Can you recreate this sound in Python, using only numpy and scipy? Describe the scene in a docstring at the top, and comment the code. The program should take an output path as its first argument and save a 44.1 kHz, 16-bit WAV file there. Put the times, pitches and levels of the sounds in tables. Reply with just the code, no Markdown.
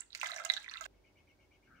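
"""Coffee poured into milk

A thin stream of coffee falls into a glass of milk on a kitchen counter, close to the right microphone.
Drops slap the surface and trap bubbles, which ring the air in the glass and the kitchen. The pour cuts
off abruptly, leaving a faint appliance hum, a small bird chirping outside and one hoarse, far crow."""
import sys
import numpy as np
from scipy import signal
from scipy.fft import rfft, irfft
from scipy.io import wavfile
from scipy.ndimage import uniform_filter1d

SR = 44100
rng = np.random.default_rng(int(sys.argv[2]) if len(sys.argv) > 2 else 0)


def bounce(signal):
    """Save signal as a 16-bit WAV file at the path given by the first command-line argument."""
    frames = np.transpose(np.atleast_2d(signal))
    limited = np.clip(frames, -1, 1)
    pcm = np.round(limited * 32767).astype(np.int16)
    wavfile.write(sys.argv[1], SR, pcm)


N = 79380
TIME = np.arange(N) / SR
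CUT_S = .865  # the pour stops here


def undb(db):
    """Decibels to gain."""
    return 10 ** (np.asarray(db, float) / 20)


def unit(x):
    """Scale to rms 1."""
    return x / np.sqrt(np.mean(x ** 2))


def curve(rows):
    """A fader move: gain over time through (seconds, dB) points."""
    return undb(np.interp(TIME, *np.array(rows).T))


def colour(x, points):
    """A minimum-phase EQ through (Hz, dB) points."""
    size = 2 * N
    hz, db = np.array(points, float).T
    freqs = np.maximum(np.arange(N + 1) * SR / size, 1)
    gain = undb(np.interp(np.log(freqs), np.log(hz), db))
    cepstrum = irfft(np.log(gain))
    cepstrum[1:N] *= 2  # folded forward, so nothing rings ahead of a hit
    cepstrum[N + 1:] = 0
    return irfft(rfft(x, size) * np.exp(rfft(cepstrum)))[..., :N]


def band(x, hz, width):
    """One broad resonance, at rms 1."""
    edges = [hz - width / 2, hz + width / 2]
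    return unit(signal.sosfilt(signal.butter(2, edges, "bandpass", fs=SR, output="sos"), x))


def fade(t, t60):
    """Exponential decay, 60 dB down at t60."""
    return np.exp(-np.log(1000) * t / t60)


def convolve(x, response):
    """Play x through an impulse response."""
    return signal.fftconvolve(x, response)[:N]


def tail(t60):
    """Diffuse echoes of unit energy."""
    echoes = rng.standard_normal(N) * fade(TIME, t60) * (1 - np.exp(-TIME / .0029))
    return echoes / np.sqrt(np.sum(echoes ** 2))


def add(out, start, sound):
    """Mix a sound in at its start in seconds."""
    i = int(np.clip(start * SR, 0, N - 1))
    out[i:i + len(sound)] += sound[:N - i]


def wander(per_s):
    """Smooth random drift at rms 1."""
    hold = int(SR / per_s)
    steps = np.repeat(rng.standard_normal(N // hold + 1), hold)
    return unit(uniform_filter1d(uniform_filter1d(steps, hold), hold)[:N])


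# EQ of the room tone. Each row: frequency in Hz, gain in dB.
ROOM_TONE_EQ = [(25, -22), (45, -7), (85, 3), (170, -6.5), (350, -5), (560, -10.5), (850, -12),
                (1300, -20.5), (2000, -21), (3900, -25), (5800, -26), (8000, -33), (13500, -36),
                (15400, -32.5)]


def room_tone():
    """A soft bed of noise, narrower in stereo below about 700 Hz."""
    mid, side = unit(colour(rng.standard_normal((2, N)), ROOM_TONE_EQ))
    side = side - .61 * signal.sosfilt(signal.butter(1, 701.5, fs=SR, output="sos"), side)
    level = undb(-75) * curve([(0, -1), (.8, 0), (.9, 2), (1.2, 2.5), (1.8, 2)])
    return level * np.array([mid + side, mid - side])


# Fader of the low room noise. Each row: time in seconds, level in dB.
DRONE_FADER = [(0, -85), (.8, -85), (.88, -72), (1., -76), (1.08, -90), (1.8, -100)]


def drone():
    """A low band of room noise that swells briefly as the pour ends."""
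    sides = [band(rng.standard_normal(N), hz=390, width=250) for _ in range(2)]
    return np.array(sides) * curve(DRONE_FADER)


# Tones of the appliance. Each row: pitch in Hz, level in dB before the fader.
HUM_TONES = [(100, -85), (255, -93), (298, -83.5), (376, -84), (555, -90), (615, -86)]
# The tones grow as the microphone nears the appliance. Each row: time in seconds, gain in dB.
HUM_FADER = [(0, -17.5), (.85, -9.5), (1.05, 0), (1.8, -3)]


def appliance_hum():
    """Wavering tones over a deep mains hum and a motor note, a touch to the right."""
    def tone(hz):
        phase = 2 * np.pi * np.cumsum(hz + .56 * wander(8)) / SR
        return np.sqrt(2) * np.sin(phase) * undb(2 * wander(3.7))

    tones = curve(HUM_FADER) * sum(undb(db) * tone(hz) for hz, db in HUM_TONES)
    mains = tone(hz=49.8) * curve([(0, -83), (.75, -79.5), (.85, -70.5), (1, -68),
                                   (1.08, -80.5), (1.8, -76)])
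    motor = tone(hz=81) * curve([(0, -92.5), (1, -93.5), (1.1, -76), (1.35, -80.5),
                                 (1.5, -80.5), (1.65, -81.5), (1.72, -71), (1.8, -80)])
    return (tones + mains + motor) * undb([[-.8], [.8]])


# Fader of the hand rumble. Each row: time in seconds, level in dB.
HANDLING_FADER = [(0, -94.5), (1.62, -94), (1.68, -73), (1.73, -70), (1.8, -76)]
# Its dull tone. Each row: frequency in Hz, gain in dB.
HANDLING_EQ = [(30, -13), (70, -4), (150, -7), (260, -3.5), (450, -24), (1500, -49)]


def handling():
    """A soft rumble as the hand holding the microphones shifts."""
    return unit(colour(rng.standard_normal(N), HANDLING_EQ)) * curve(HANDLING_FADER)


def yard(x):
    """Echoes outside smear a far sound, placed a little to the left."""
    smeared = np.array([x + convolve(x, tail(t60=.11)) for _ in range(2)])
    return smeared * undb([[1.5], [-1.5]])


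# Shape of the caw. Each row: time in seconds, level in dB.
CROW_FADER = [(1.65, -94.5), (1.675, -73), (1.722, -64.5), (1.745, -68.5), (1.8, -72)]


def crow():
    """One hoarse call: rough pulses of noise in a single throat resonance."""
    pulse_hz = 132.2 * (1 + .04 * wander(44))
    pulses = 1 + .95 * np.sin(2 * np.pi * np.cumsum(pulse_hz) / SR)
    caw = band(rng.standard_normal(N) * pulses, hz=1454, width=290)
    return yard(caw * curve(CROW_FADER))


# The bird's phrase. Each row: start in seconds, level in dB.
CHIRPS = [(0.931, -76.5), (1.034, -67.5), (1.15, -66.5), (1.265, -67.5), (1.384, -69), (1.504, -67.5),
          (1.618, -71.5), (1.739, -69)]
# Layers of every chirp. Each row: pitch in Hz, delay in seconds, length in seconds, gain in dB,
# gain of the octave above in dB, roughness as a share of the pitch.
CHIRP_VOICES = [(2290, .003, 0.025, 0, -29, 0.03), (2207, 0.015, 0.067, -4.5, -34, 0.02),
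                (2990, 0.014, 0.036, -7.5, -11.5, 0.04), (2590, 0.029, 0.037, -8.5, -14, .06)]


def bird():
    """A run of like chirps, each made of overlapping, slightly rising whistles with a raspy edge."""
    out = np.zeros(N)
    for hz, delay, length, db, octave_db, roughness in CHIRP_VOICES:
        along = np.linspace(0, 1, int(length * SR))
        glide_hz = hz * (1 + .033 * (along - .5))
        rasp = 1 + roughness * wander(590)
        for start, chirp_db in CHIRPS:
            pitch = glide_hz * np.roll(rasp, -int(start * SR))[:len(along)]
            phase = 2 * np.pi * np.cumsum(pitch) / SR
            whistle = np.sin(phase) + undb(octave_db) * np.sin(2 * phase)
            add(out, start + delay, undb(chirp_db + db) * np.sin(np.pi * along) * whistle)
    return yard(out)


# EQ of the kitchen's echoes. Each row: frequency in Hz, gain in dB.
ECHO_EQ = [(300, -17), (700, 4), (1700, 4), (3000, 1), (4200, -1.5), (6500, 1.5), (8200, -3), (11000, 1.5),
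           (15000, -2.5)]
# Shading of the left microphone. Each row: frequency in Hz, gain in dB.
LEFT_SHADE_EQ = [(500, -15), (1200, -15.5), (2000, -16), (2800, -13), (4000, -21.5), (8000, -25.5),
                 (14000, -8.5)]
LEFT_LAG_S = .00013
COUNTER_DB, WALLS_DB = (4, -10), (-15.5, -15)  # echo sends, left and right


def kitchen(x):
    """The counter answers at once, the walls after it; the left microphone is shaded and later."""
    send = colour(x, ECHO_EQ)
    left, right = (x + undb(db) * convolve(send, tail(t60=.022)) for db in COUNTER_DB)
    left = np.interp(TIME - LEFT_LAG_S, TIME, colour(left, LEFT_SHADE_EQ))
    walls = np.array([undb(db) * convolve(send, tail(t60=.25)) for db in WALLS_DB])
    return np.array([left, right]) + walls


BUBBLE_ATTACK_S = .00034
BUBBLE_RISE, RISE_SPREAD = .067, .09  # share of the pitch gained over one ring, and its scatter


def bubble(hz, t60, attack):
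    """Trapped air rings as a damped sine that swells quickly and mostly rises in pitch."""
    t = np.arange(int(t60 * SR) + 2) / SR
    envelope = (1 - np.exp(-t / attack)) ** 2 * fade(t, t60)
    rise = BUBBLE_RISE + RISE_SPREAD * rng.uniform(-1, 1)
    return envelope / envelope.max() * np.sin(2 * np.pi * hz * t * (1 + rise * t / t60 / 2))


# Strength of the stream. Each row: time in seconds, gain in dB.
FLOW_FADER = [(0, -0.5), (.05, -22), (.1, -23), (.14, -16.5), (.2, -7), (.24, 2), (.35, -3.5), (.43, -7),
              (.53, -6.5), (.61, -7.5), (.67, -12), (.76, -3.5), (.8, -7), (.86, 3)]
# Balance of the small bubbles. Each row: pitch in Hz, gain in dB.
FIZZ_BALANCE = [(850, -12.5), (1250, -12.5), (1800, 2), (2900, -2.5), (4000, 4), (5000, -1), (7000, 1.5),
                (9500, -7.5)]
# EQ of the spray. Each row: frequency in Hz, gain in dB.
SPRAY_EQ = [(600, -14.5), (1800, 0.5), (4000, 2), (7000, -1), (9500, -8.5), (11500, -18), (13500, -15),
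            (15200, -6.5)]
FIZZ_COUNT, FIZZ_DB, FIZZ_SPREAD_DB, FIZZ_RING_CYCLES = 800, -43.5, 7, 26
SPRAY_PER_S, SPRAY_DB = 260, -59


def fizz():
    """Many small bubbles of random size and fine ticks of spray, both following the stream."""
    bubbles = np.zeros(N)
    ticks = (rng.random(N) < SPRAY_PER_S / SR) * rng.standard_normal(N)
    hz, db = np.array(FIZZ_BALANCE, float).T
    for when, smallness, strength in rng.random((FIZZ_COUNT, 3)):
        pitch = hz[0] * (hz[-1] / hz[0]) ** smallness
        gain = undb(FIZZ_DB + np.interp(pitch, hz, db) + FIZZ_SPREAD_DB * (2 * strength - 1.5))
        add(bubbles, when * CUT_S, gain * bubble(pitch, FIZZ_RING_CYCLES / pitch, BUBBLE_ATTACK_S / 2))
    spray = undb(SPRAY_DB) * unit(colour(ticks, SPRAY_EQ))
    return (bubbles + spray) * curve(FLOW_FADER)


# Path of the hollow gurgle. Each row: time in seconds, pitch in Hz, level in dB.
GURGLE_PATH = [(.22, 717.6, -118), (0.241, 714, -56.5), (0.302, 702.3, -58), (0.358, 652.5, -48.5),
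               (.42, 615, -50), (.46, 660.7, -54), (0.541, 741.6, -58.5), (0.601, 840, -67),
               (0.641, 980, -84), (.69, 1070, -70), (.76, 1150, -59), (.8, 1200, -61.5)]
GURGLE_PUSHES_PER_S = 330


def gurgle():
    """Random pushes ring the dent that the stream makes in the milk; its pitch sinks, then rises."""
    times, hz, db = np.array(GURGLE_PATH).T
    pushes = (rng.random(N) < GURGLE_PUSHES_PER_S / SR) * np.exp(2j * np.pi * rng.random(N))
    envelope = fade(TIME, t60=.032) * (1 - np.exp(-TIME / BUBBLE_ATTACK_S / 2))
    phase = 2 * np.pi * np.cumsum(np.interp(TIME, times, hz)) / SR
    ring = np.real(convolve(pushes, envelope) * np.exp(1j * phase))
    return unit(ring) * undb(np.interp(TIME, times, db))


# Resonances of the glass. Each row: pitch in Hz, gain in dB, ring time (t60) in seconds.
GLASS_MODES = [(633, -13, 0.072), (1118, -22.5, 0.053), (1279, -12.5, 0.13), (1642, -2.5, 0.054),
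               (2060, -3, 0.04), (2615, -16, 0.024), (3280, -24, 0.27), (3465, -20, .07),
               (3724, -17.5, 0.085), (4000, -23.5, 0.058)]


def glass(drive):
    """The air in the glass and its wall ring as damped sines when pushed."""
    modes = (undb(db) * fade(TIME, t60) * np.sin(2 * np.pi * hz * TIME) for hz, db, t60 in GLASS_MODES)
    return convolve(drive, sum(modes) / 2)


# Drops hitting the milk. Each row: start in seconds, slap level in dB, push on the glass's air in dB.
DROPS = [(0.1494, -29, -40), (0.1562, -34, -51), (0.1745, -32, -62), (.2068, -33.5, -46.5),
         (0.2142, -27, -47), (0.2318, -30.5, -30), (.2444, -30.5, -32.5), (0.261, -27.5, -37.5),
         (0.2713, -27.5, -44.5), (.2975, -37, -41), (0.3083, -34.5, -37.5), (0.3177, -35, -40),
         (0.3431, -32, -36), (0.362, -28.5, -36.5), (0.3748, -35.5, -39), (.389, -36.5, -40.5),
         (0.3986, -34, -29), (0.4381, -38.5, -37), (0.4495, -22, -25), (.5002, -34, -28.5),
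         (0.5193, -28.5, -39), (0.537, -27, -37.5), (.566, -35, -34), (.576, -74, -50),
         (0.6016, -43.5, -44.5), (0.6299, -40, -48), (.644, -47.5, -63), (0.7124, -40, -79),
         (0.8102, -30.5, -32.5), (.821, -47, -34.5), (0.856, -44.5, -32.5)]
# EQ of the slaps. Each row: frequency in Hz, gain in dB.
SLAP_EQ = [(400, -28), (1200, -6.5), (3000, 2), (4500, 0.5), (6800, 6), (9000, -4), (11000, -14),
           (13000, -15.5), (15000, -11.5)]
SLAP_DECAY_S, DROPLETS_DECAY_S, DROPLETS_DB = .00032, .0096, -16


def drops():
    """Each drop gives a sharp slap with a tail of droplets falling back, and a push on the air."""
    slaps, pushes = np.zeros((2, N))
    t = TIME[:1024]
    splash = np.exp(-t / SLAP_DECAY_S) + undb(DROPLETS_DB) * np.exp(-t / DROPLETS_DECAY_S)
    for start, slap_db, push_db in DROPS:
        add(slaps, start, undb(slap_db) * splash * rng.standard_normal(len(splash)))
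        add(pushes, start, undb([push_db]))
    return colour(slaps, SLAP_EQ), pushes


# Distinct plinks of bubbles trapped by the stream.
# Each row: start in seconds, pitch in Hz, peak level in dB, ring time (t60) in seconds.
PLINKS = [(.0058, 7600, -25, 0.0021), (.0062, 8340, -33, 0.0046), (.0086, 7300, -31, 0.0037),
          (.017, 2720, -50, 0.012), (.105, 3970, -44, 0.0079), (0.1221, 3850, -44.5, 0.018),
          (0.1306, 4120, -32, 0.0023), (0.1503, 4520, -25, 0.0027), (0.1492, 2130, -29, 0.0075),
          (0.199, 6060, -34, 0.008), (0.2141, 2520, -22, 0.0047), (0.2299, 984, -27.5, 0.011),
          (0.2317, 696, -35, 0.014), (0.2312, 2020, -22.5, 0.0076), (0.2335, 1244, -33, 0.07),
          (0.2437, 2050, -25, 0.016), (.2575, 2030, -29, 0.0044), (0.2594, 3200, -25, 0.0027),
          (.2625, 2060, -28.5, 0.011), (0.2686, 1644, -33.5, 0.046), (0.289, 3830, -32, 0.0091),
          (0.295, 1237, -35.5, 0.052), (.308, 1940, -30, 0.014), (0.3174, 3930, -26, .009),
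          (.3335, 1940, -33, 0.012), (.337, 3800, -35, 0.012), (0.344, 7100, -43.5, .008),
          (.363, 5680, -31, 0.0052), (0.3632, 1707, -35, .025), (.383, 2210, -31.5, 0.011),
          (0.3882, 1630, -40, .025), (0.4003, 1310, -36.5, 0.036), (0.4171, 1430, -40, 0.012),
          (0.4501, 6650, -25.5, 0.0052), (.4505, 7870, -25.5, 0.0027), (.4528, 6450, -25.5, 0.0027),
          (.451, 1730, -40.5, .02), (0.458, 1260, -37.5, 0.024), (.461, 2900, -34.5, .012),
          (.483, 2080, -39, 0.0063), (0.492, 4108, -32.5, 0.013), (0.4999, 3850, -10.5, 0.013),
          (0.4995, 1986, -17, 0.014), (.5052, 4300, -47, .008), (.5196, 1930, -38.5, 0.0088),
          (0.5378, 3600, -22, 0.0042), (.5377, 5800, -30.5, 0.0076), (.566, 3820, -25.5, 0.0059),
          (.566, 1670, -34.5, .02), (0.5709, 3740, -25, 0.0063), (0.5767, 3860, -27, 0.0078),
          (0.5752, 1694, -34, 0.014), (.644, 2270, -36, 0.011), (.6615, 1950, -36.5, 0.014),
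          (0.6798, 1896, -31.5, 0.019), (.682, 1100, -54, .03), (.688, 3570, -37, 0.011),
          (.696, 4300, -31, 0.0075), (.7137, 2540, -38, 0.01), (0.713, 1775, -41.5, .015),
          (0.7156, 5740, -45, 0.013), (.715, 1272, -45.5, 0.047), (.7302, 1670, -44.5, 0.045),
          (0.7386, 3910, -27, 0.0034), (.745, 1940, -35, 0.0059), (.756, 2002, -34.5, 0.018),
          (.758, 1290, -41, 0.048), (.771, 3800, -29.5, 0.005), (0.777, 2675, -38.5, 0.019),
          (0.808, 1281, -35.5, 0.084), (.8102, 6750, -36.5, .005), (.8105, 660, -50, 0.049),
          (0.8397, 3200, -39, .016), (0.858, 1664, -40.5, 0.05), (0.8576, 650, -47.5, .04)]
BUBBLES_TO_GLASS_DB, LOW_CUT_HZ = -43.5, 590


def pour():
    """Bubbles and drops sound directly and ring the glass; so small a source radiates little bass."""
    bubbles = fizz()
    for start, hz, db, t60 in PLINKS:
        add(bubbles, start, undb(db) * bubble(hz, t60, BUBBLE_ATTACK_S))
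    slaps, pushes = drops()
    sound = bubbles + gurgle() + slaps + glass(pushes + undb(BUBBLES_TO_GLASS_DB) * bubbles)
    return signal.sosfilt(signal.butter(6, LOW_CUT_HZ, "highpass", fs=SR, output="sos"), sound)


def scene():
    """The pour and its echoes stop on a hard cut; the quiet kitchen and the birds carry on."""
    gate = np.clip((CUT_S - TIME) / .00085, 0, 1)
    coffee = kitchen(pour()) * gate
    return coffee + bird() + crow() + appliance_hum() + room_tone() + drone() + handling()


def record(dry):
    """A steep low-pass takes off the very top."""
    return signal.sosfilt(signal.ellip(10, .2, 70, 15650, fs=SR, output="sos"), dry)


dry = scene()
out = record(dry)
bounce(out)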